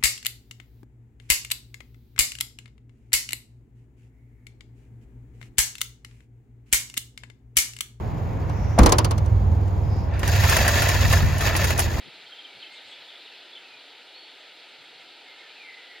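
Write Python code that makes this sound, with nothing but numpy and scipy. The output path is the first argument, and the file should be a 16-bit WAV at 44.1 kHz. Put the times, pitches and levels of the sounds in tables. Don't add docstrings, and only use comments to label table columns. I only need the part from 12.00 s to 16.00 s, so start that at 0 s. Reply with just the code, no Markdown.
import sys
import numpy as np
from scipy import signal
from scipy.fft import rfft, irfft
from scipy.io import wavfile

SR = 44100
rng = np.random.default_rng(int(sys.argv[2]) if len(sys.argv) > 2 else 0)


def transcribe(signal):
    frames = np.atleast_2d(signal).T
    limited = np.clip(frames, -1, 1)
    pcm = np.round(limited * 32767).astype(np.int16)
    wavfile.write(sys.argv[1], SR, pcm)


N = 176400
TIME = np.arange(N) / SR


def from_db(db):
    return 10 ** (np.asarray(db) / 20)


def rms_one(x):
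    return x / np.sqrt(np.mean(x ** 2) + 1e-20)


def drift(rate_hz):
    hz = np.arange(N // 2 + 1) * SR / N
    return rms_one(irfft(rfft(rng.standard_normal(N)) / (1 + (hz / rate_hz) ** 2), N))


def density(points, hz):
    at, db = np.transpose(points)
    return from_db(np.interp(np.log(hz + 1), np.log(at), db)) * np.sqrt(SR / 2)


def add(track, s, sound):
    start = max(int(s * SR), 0)
    part = sound[:max(N - start, 0)]
    track[start:start + len(part)] += part


def tone(hz):
    return np.sin(np.pi * np.linspace(0, 1, len(hz))) * np.sin(2 * np.pi * np.cumsum(hz) / SR)


def notes(rows, swing, swing_hz, turn):
    out, wobble = np.zeros(N), 1 + swing * drift(swing_hz)
    for s, length, start, middle, end, db in rows:
        hz = np.interp(np.linspace(0, 1, int(length * SR)), [0, turn, 1], [start, middle, end])
        add(out, s, from_db(db) * tone(hz * np.roll(wobble, -int(s * SR))[:len(hz)]))
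    return out


def wood(x, echo_db, t60, first_echo_s=0.0097, echoes_per_s=900, width=0.24):
    t = TIME[:SR]
    taps = rng.standard_normal((2, SR)) * (rng.random((2, SR)) < echoes_per_s / SR)
    taps = taps * from_db(-60 * t / t60) * (t > first_echo_s)
    mid, side = (signal.fftconvolve(x, h / np.sqrt(np.sum(h ** 2) + 1e-20))[:N] for h in taps)
    return from_db(echo_db) * np.array([mid + width * side, mid - width * side])


def trunk(x, delay_s=0.027, echo_db=-10):
    return from_db(echo_db) * np.interp(TIME - delay_s, TIME, x, left=0)


def stream_rush(flicker_db=0.75, flicker_hz=15, swell_above_hz=1800):
    # f/Hz, level/dB per Hz
    centre = [(30, -134), (65, -116), (110, -115), (190, -99.5), (270, -90.5), (420, -86.5), (600, -87.5),
              (800, -85), (1300, -85), (1650, -87.5), (2300, -84), (3400, -82), (4300, -84.5),
              (5000, -93.5), (5900, -107), (8500, -109.5), (10500, -114.5), (15500, -121)]
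    # f/Hz, level/dB per Hz
    diffuse = [(30, -133), (100, -117), (190, -102), (280, -103.5), (400, -99), (680, -100), (790, -96),
               (900, -100), (1300, -102), (2200, -100), (4200, -99), (5200, -106), (6400, -103),
               (7600, -112), (10000, -114.5), (15500, -123)]
    # t/s, gain/dB
    swell = [(0, 0.5), (.5, 0), (.85, 1.05), (1.25, 0.5), (1.45, 0), (2, -0.6), (2.6, -0.2), (3.2, -.6),
             (3.6, 0), (4, 0)]
    hz = np.arange(N // 2 + 1) * SR / N
    mid, side = (rfft(rng.standard_normal(N)) * density(p, hz) for p in (centre, diffuse))
    channels, out = np.array([mid + side, mid - side]), 0
    swell_db = np.interp(TIME, *np.transpose(swell))
    edges = np.r_[0, np.geomspace(125, 16000, 15)]
    for low, high in zip(edges, edges[1:]):
        band = irfft(channels * ((hz >= low) & (hz < high)), N)
        out = out + band * from_db(flicker_db * drift(flicker_hz) + swell_db * (high > swell_above_hz))
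    return out


def bubbles(per_s=900, low_hz=1300, high_hz=4300, pitches=18, cycles=33, spread_db=3.5, level_db=-67):
    sizes = from_db(spread_db * np.minimum(rng.exponential(1, N), 5)) * rng.choice([-1, 1], N)
    kicks = sizes * (rng.random(N) < per_s / SR)
    pitch_index, out = rng.integers(0, pitches, N), 0
    for k, hz in enumerate(np.geomspace(low_hz, high_hz, pitches)):
        decay = np.exp(-np.log(1000) * hz / cycles / SR)
        angle = 2 * np.pi * hz / SR
        resonator = [0, np.sin(angle)], [1, -2 * decay * np.cos(angle), decay * decay]
        out = out + signal.lfilter(*resonator, kicks * (pitch_index == k) + 1e-18)
    lowpass = signal.butter(8, high_hz, fs=SR, output="sos")
    return from_db(level_db) * rms_one(signal.sosfilt(lowpass, out))


def air_puffs(low_hz=103):
    # t/s, half length/s, left level/dB, right level/dB, upper edge f/Hz
    puffs = [(0.008, 0.0096, -48, -70, 222), (0.046, 0.011, -60, -78, 172), (0.075, 0.024, -46, -61, 410),
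             (0.152, .045, -65.5, -71, 200), (0.263, 0.033, -75, -70, 200), (0.568, 0.02, -61, -56.5, 205),
             (0.875, 0.027, -63.5, -75, 210), (1.01, 0.025, -69, -80, 169), (1.743, 0.027, -71, -69, 170),
             (2.806, 0.021, -72, -62, 179), (2.993, 0.15, -74.5, -75, 180)]
    out, white = 0, rng.standard_normal((2, N + SR))
    for s, half, left, right, top_hz in puffs:
        band = signal.butter(3, [low_hz, top_hz], "band", fs=SR, output="sos")
        rumble = rms_one(signal.sosfilt(band, white)[:, SR:])
        out = out + rumble * from_db([[left], [right]]) * np.exp(-((TIME - s) / half) ** 2)
    return out


def far_song():
    # t/s, length/s, start f/Hz, middle f/Hz, end f/Hz, peak level/dB before the mix
    song = [(.41, 0.2, 2465, 2290, 2150, -53), (.59, .27, 2160, 2130, 2086, -53.5),
            (.79, 0.18, 2465, 2038, 1840, -54.5), (1.28, 0.086, 2666, 2680, 2610, -51),
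            (1.57, 0.31, 2740, 2470, 2260, -52), (2.815, 0.036, 1930, 2105, 2250, -50.5),
            (2.97, 0.075, 2150, 2126, 1930, -53.5), (3.24, 0.13, 2170, 2080, 2140, -51),
            (3.36, 0.067, 2180, 2210, 2070, -47.5), (3.38, 0.13, 1900, 1787, 1690, -51),
            (3.49, .04, 2380, 2390, 2370, -48.5), (3.53, .15, 2915, 2460, 2100, -47),
            (3.595, .105, 2482, 2345, 2180, -44.5), (3.625, .125, 2150, 2063, 1966, -42.5),
            (3.755, 0.06, 2060, 2048, 1970, -46.5), (3.80, .25, 2042, 1960, 1870, -50.5),
            (3.87, 0.15, 2130, 2155, 2230, -50.5)]
    return notes(song, swing=0.017, swing_hz=180, turn=0.5)


def thin_calls(lower_ratio=0.835, lower_db=-2, swing=0.0065, swing_hz=350):
    # t/s, length/s, top f/Hz, peak level/dB
    calls = [(0.712, 0.052, 8600, -64.5), (0.857, 0.075, 8550, -65.5), (2.376, 0.047, 7900, -70),
             (2.68, .03, 8500, -73), (2.817, 0.042, 8800, -71), (2.997, .035, 8900, -72),
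             (3.235, 0.027, 8400, -73), (3.368, 0.045, 8500, -74)]
    contour = [(0, 0.88), (.2, 1), (.6, 0.935), (1, .88)]
    out = np.zeros(N)
    for ratio, voice_db in ((1, 0), (lower_ratio, lower_db)):
        wobble = 1 + swing * drift(swing_hz)
        for s, length, top, db in calls:
            hz = ratio * top * np.interp(np.linspace(0, 1, int(length * SR)), *np.transpose(contour))
            add(out, s, from_db(db + voice_db) * tone(hz * np.roll(wobble, -int(s * SR))[:len(hz)]))
    return out


def rasps():
    # t/s, length/s, start f/Hz, middle f/Hz, end f/Hz, peak level/dB
    hoarse_notes = [(.58, 0.067, 4500, 4014, 3520, -46.5), (.757, 0.044, 3830, 3650, 2790, -44),
                    (.912, 0.043, 3600, 3540, 2900, -42.5), (1.005, .035, 4130, 4160, 3970, -50),
                    (1.076, .042, 3520, 3506, 2630, -42.5), (1.185, .06, 4200, 3930, 3560, -48),
                    (1.243, 0.028, 4000, 3830, 3400, -45.5), (1.266, 0.023, 3350, 3030, 2450, -43.5)]
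    return notes(hoarse_notes, swing=0.065, swing_hz=480, turn=0.56)


def whistle(at_s=2.134, length_s=0.17, from_hz=3000, to_hz=4410, rise_s=0.009, level_db=-47):
    fade_db_per_s, flutter_db, swing, edge_s = -68, 2.0, 0.0039, 0.004
    out, t = np.zeros(N), TIME[:int(length_s * SR)]
    flutter = drift(rate_hz=60)[:len(t)]
    hz = (to_hz + (from_hz - to_hz) * np.exp(-t / rise_s)) * (1 + swing * flutter)
    ramps = np.minimum(np.minimum(t, t[::-1]) / edge_s, 1)
    level = from_db(level_db + fade_db_per_s * t + flutter_db * flutter) * ramps
    add(out, at_s, level * np.sin(2 * np.pi * np.cumsum(hz) / SR))
    return out


def near_chirps():
    # t/s, length/s, start f/Hz, middle f/Hz, end f/Hz, peak level/dB
    clear_notes = [(.262, .02, 3460, 3174, 3120, -44), (.314, 0.031, 3630, 3176, 3080, -40),
                   (.379, 0.037, 3674, 3200, 3196, -39.5), (.442, 0.025, 3930, 3150, 3100, -38.5),
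                   (.621, 0.0195, 3830, 3150, 2890, -36.5), (.635, 0.02, 2850, 2580, 2710, -42.5),
                   (.651, 0.025, 2800, 3100, 3180, -41), (1.527, 0.014, 3130, 3380, 3640, -41),
                   (1.549, 0.014, 3700, 3500, 3200, -38.5), (1.559, 0.027, 3295, 3080, 3080, -40.5)]
    return notes(clear_notes, swing=0.0064, swing_hz=310, turn=0.344)


def scene(far_direct_db=-1.9):
    chirps = near_chirps()
    near = chirps + trunk(chirps) + whistle()
    hoarse, far, thin = rasps(), far_song(), thin_calls()
    echoes = (wood(near, echo_db=-8.5, t60=0.13) + wood(hoarse, echo_db=-3, t60=0.25)
              + wood(far, echo_db=-5.5, t60=0.44) + wood(thin, echo_db=-2, t60=0.13))
    birds = near + hoarse + from_db(far_direct_db) * far + thin
    return stream_rush() + bubbles() + birds + echoes + air_puffs()


def record(dry, cutoff_hz=15700):
    # f/Hz, width/Hz
    notches = [(224, 19), (1102, 337)]
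    for hz, width in notches:
        dry = signal.lfilter(*signal.iirnotch(hz, hz / width, fs=SR), dry)
    return signal.sosfilt(signal.ellip(12, .1, 80, cutoff_hz, fs=SR, output="sos"), dry)


dry = scene()
out = record(dry)
transcribe(out)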